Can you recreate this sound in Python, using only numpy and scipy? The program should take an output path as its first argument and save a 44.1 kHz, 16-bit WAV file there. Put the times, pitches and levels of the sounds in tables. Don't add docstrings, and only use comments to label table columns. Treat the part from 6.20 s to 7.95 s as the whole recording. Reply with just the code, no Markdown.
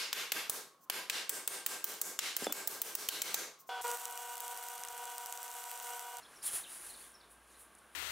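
import sys
import numpy as np
from scipy import signal
from scipy.fft import rfft, irfft, next_fast_len
from scipy.io import wavfile
from scipy.ndimage import map_coordinates

SR = 44100
rng = np.random.default_rng(int(sys.argv[2]) if len(sys.argv) > 2 else 0)


def generate_wav(sig):
    pcm = np.round(np.clip(np.atleast_2d(sig).T, -1, 1) * 32767).astype(np.int16)
    wavfile.write(sys.argv[1], SR, pcm)


N = 77175

# f/Hz, level/dB
HISS_TONE = [(2000, -42.5), (5500, -19.5), (8000, -17), (9800, -5), (11500, -16.5), (15500, -24.5)]
# f/Hz, level/dB
MIC_TONE = [(30, -9.5), (120, -3.5), (300, -5), (600, -5), (1000, -14.5), (1500, -26), (2200, -10),
            (4000, -18.5), (9000, -23), (15500, -17.5)]
# f/Hz, level/dB
TRAFFIC_TONE = [(20, -27), (45, -10), (100, -6.5), (140, -8.5), (200, -1.5), (330, -0.5), (460, -0.5),
                (750, 0.5), (1150, 0.5), (1650, 0), (1900, -5), (3000, -7.5), (5000, -16), (15000, -22)]
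# f/Hz, width/Hz, level/dB
WHINE_BANDS = [(346.3, 23, -83.5), (1125, 150, -74), (1582, 45, -75)]
# t/s, level/dB
TRAFFIC_SWELL = [(0, -62.5), (.25, -61), (.6, -61.5), (.95, -63), (1.2, -65.5), (1.55, -64), (1.66, -63),
                 (1.75, -64)]
# t/s, f/Hz, level/dB
ENGINE_NOTE = [(0, 50, -100), (.22, 50, -96), (.3, 50, -85), (.55, 51, -86), (.68, 53, -77), (1, 56, -81),
               (1.12, 57, -75), (1.38, 60, -74), (1.52, 61, -80), (1.75, 64, -78)]
# t/s, length/s, start f/Hz, middle f/Hz, end f/Hz, level/dB
BIRD_NOTES = [(.02, 0.03, 4120, 4200, 4380, -63.5), (0.03, 0.01, 5040, 5300, 4960, -60),
              (0.042, 0.026, 4080, 3330, 4350, -58), (0.15, 0.037, 5900, 5540, 5100, -60.5),
              (0.215, 0.03, 3580, 5560, 4400, -54.5), (0.269, .03, 3510, 3186, 2520, -52.5),
              (.431, 0.029, 4635, 3470, 2770, -51.5), (0.458, 0.019, 2600, 2770, 2970, -54),
              (0.689, 0.04, 3816, 4300, 3400, -55), (.732, .028, 5200, 4220, 3200, -57.5),
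              (0.81, 0.013, 3990, 4600, 4300, -62.5), (0.831, 0.024, 3800, 3425, 3200, -64),
              (0.937, 0.0262, 5980, 5376, 5470, -58), (0.957, 0.017, 3540, 4000, 4760, -69),
              (0.973, 0.011, 5630, 5400, 5250, -70), (1.001, 0.019, 4990, 4330, 3260, -62),
              (1.022, 0.027, 3580, 3710, 4800, -64.5), (1.298, .013, 4830, 4300, 3430, -68.5),
              (1.336, 0.037, 3300, 4050, 4400, -68.5)]
# f/Hz, level/dB
THUD_TONE = [(30, -12), (100, -11.5), (280, 3), (600, 1.5), (1200, -13.5), (4000, -19)]
# t/s, peak level/dB
CRUST_SNAPS = [(.2785, -43), (0.313, -35), (.3563, -30), (.919, -44.5), (1.5512, -41), (1.554, -54),
               (1.5553, -54), (1.5851, -48), (1.5898, -46.5)]
# f/Hz, level/dB
SNAP_TONE = [(300, -39), (2000, -26), (5000, -22), (7000, -8), (8500, -3), (9800, 3), (11000, -6),
             (12500, -18), (15500, -21)]
# peak t/s, rise/s, fall/s, ice level/dB, packed snow level/dB
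SNOW_PRESSES = [(.01, .04, 0.049, -65.5, -64), (.17, 0.11, 0.15, -63, -65.5),
                (.232, 0.0056, 0.033, -45, -68), (0.247, 0.013, 0.011, -42.5, -51.5),
                (0.266, 0.015, 0.031, -34.5, -55), (0.291, 0.019, 0.028, -51, -49.5),
                (.316, .008, .02, -48, -56), (.353, 0.032, 0.053, -37, -47),
                (.388, 0.022, 0.08, -60, -57.5), (0.531, 0.055, 0.098, -48, -57),
                (.665, 0.066, 0.089, -50, -57), (.708, .014, 0.0097, -50.5, -70),
                (0.824, 0.1, 0.089, -54.5, -61.5), (1.114, 0.014, 0.04, -61, -84),
                (1.33, .07, 0.11, -65.5, -69), (1.405, .02, 0.047, -56, -80),
                (1.585, 0.094, 0.033, -69.5, -90), (1.745, 0.022, .04, -67, -80)]
# f/Hz, level/dB
ICE_AT_MIC_TONE = [(300, -43), (2000, -26), (4000, -16.5), (5600, -22), (7000, -13), (8400, -8),
                   (9800, 1.5), (11000, -6), (12500, -13), (15500, -17.5)]
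# f/Hz, level/dB
PACK_TONE = [(40, -5), (120, -14), (300, -12), (800, 0), (1600, 3), (2600, -0.5), (4200, -4), (7000, 0),
             (14000, -28.5)]


def amp(db):
    return 10 ** (np.asarray(db) / 20)


def unit(x):
    return x / np.sqrt(np.mean(x ** 2) + 1e-20)


def clock():
    return np.arange(N) / SR


def curves(rows):
    times, *columns = np.transpose(rows)
    return [np.interp(clock(), times, column) for column in columns]


def filtered(x, response):
    size = next_fast_len(N + SR // 2)
    hz = np.fft.rfftfreq(size, 1 / SR)
    return irfft(rfft(x, size) * response(hz), size)[..., :N]


def coloured(x, tone):
    size = 2 * next_fast_len(N)
    hz = np.fft.rfftfreq(size, 1 / SR)
    tone_hz, tone_db = np.transpose(tone)
    gain = amp(np.interp(np.log(hz + 1), np.log(tone_hz + 1), tone_db))
    cepstrum = irfft(np.log(gain), size)
    cepstrum[1:size // 2] *= 2
    cepstrum[size // 2 + 1:] = 0
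    return irfft(rfft(x, size) * np.exp(rfft(cepstrum)), size)[:N]


def noise(tone):
    return unit(coloured(rng.standard_normal(N), tone))


def wobble(per_s):
    return map_coordinates(rng.standard_normal(int(N * per_s / SR) + 4), [clock() * per_s])


def decay(start_s, life_s):
    age = clock() - start_s
    return (age >= 0) * np.exp(-np.abs(age / life_s))


def fractures(per_s, spread_db, powder_share):
    sizes = amp(spread_db * np.minimum(rng.exponential(size=N), 5))
    breaking = rng.random(N) < per_s / SR
    breaks = breaking * sizes * np.sign(rng.standard_normal(N))
    powder = rng.standard_normal(N)
    return np.sqrt(1 - powder_share) * unit(breaks) + np.sqrt(powder_share) * powder


def microphone_noise():
    return amp(-71.5) * noise(HISS_TONE), amp(-80.5) * noise(MIC_TONE)


def traffic():
    level_db, = curves(TRAFFIC_SWELL)
    whine = np.zeros(N)
    for hz, width, db in WHINE_BANDS:
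        band = filtered(rng.standard_normal(N), lambda f: 1 / (1 + (2 * (f - hz) / width) ** 2))
        whine += amp(db) * unit(band)
    wash = amp(level_db + 0.75 * wobble(11.77)) * noise(TRAFFIC_TONE)
    return wash + amp(level_db - level_db.mean()) * whine


def engine(waver_db=0.6):
    hz, db = curves(ENGINE_NOTE)
    note = unit(np.sin(2 * np.pi * np.cumsum(hz) / SR))
    return amp(db + waver_db * wobble(14)) * note


def birds(pitch_waver=0.022, rough_db=2.5):
    t, song = clock(), np.zeros(N)
    waver = 1 + pitch_waver * wobble(500)
    for start, length, start_hz, middle_hz, end_hz, db in BIRD_NOTES:
        progress = np.clip((t - start) / length, 0, 1)
        arc = np.polyfit([0, .5, 1], [start_hz, middle_hz, end_hz], 2)
        hz = np.polyval(arc, progress) * waver
        song += amp(db) * np.sin(np.pi * progress) * np.sin(2 * np.pi * np.cumsum(hz) / SR)
    return song * amp(rough_db * wobble(400))


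def yard_echo(song, wall_delay_s=0.007, wall_db=-9.5, trees_db=-2.5, fade_s=0.38):
    t = clock()
    wall = np.interp(t - wall_delay_s, t, song)
    tail = rng.standard_normal(N) * amp(-60 * t / fade_s)
    trees = signal.fftconvolve(song, tail / np.linalg.norm(tail))[:N]
    return song + amp(wall_db) * wall + amp(trees_db) * trees


def pack_thud():
    return amp(-48) * decay(start_s=0.3355, life_s=0.01) * noise(THUD_TONE)


def crust_snaps():
    snaps = np.zeros(N)
    for start, peak_db in CRUST_SNAPS:
        burst = decay(start, life_s=0.00018) * rng.standard_normal(N)
        snap = coloured(burst, SNAP_TONE)
        snaps += amp(peak_db) * snap / np.abs(snap).max()
    return snaps


def snow_presses(rise_bend=1.65, fall_bend=1.52, edge_db=8.5):
    t, ice_power, pack_power = clock(), np.zeros(N), np.zeros(N)
    for peak, rise, fall, ice_db, pack_db in SNOW_PRESSES:
        before = np.abs((t - peak) / rise) ** rise_bend
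        after = np.abs((t - peak) / fall) ** fall_bend
        drop_db = edge_db * np.where(t < peak, before, after)
        ice_power += amp(ice_db - drop_db) ** 2
        pack_power += amp(pack_db - drop_db) ** 2
    grains = fractures(per_s=6000, spread_db=2, powder_share=0.27)
    crush = fractures(per_s=1800, spread_db=1.5, powder_share=0.43)
    ice = np.sqrt(ice_power) * unit(coloured(grains, ICE_AT_MIC_TONE))
    pack = np.sqrt(pack_power) * unit(coloured(crush, PACK_TONE))
    return ice + pack


def scene():
    snow = snow_presses() + pack_thud() + crust_snaps()
    background = yard_echo(birds()) + traffic() + engine()
    hiss, side = microphone_noise()
    centre = snow + background + hiss
    return np.array([centre + side, centre - side])


def record(dry, top_hz=15750):
    return filtered(dry, lambda hz: hz < top_hz)


dry = scene()
out = record(dry)
generate_wav(out)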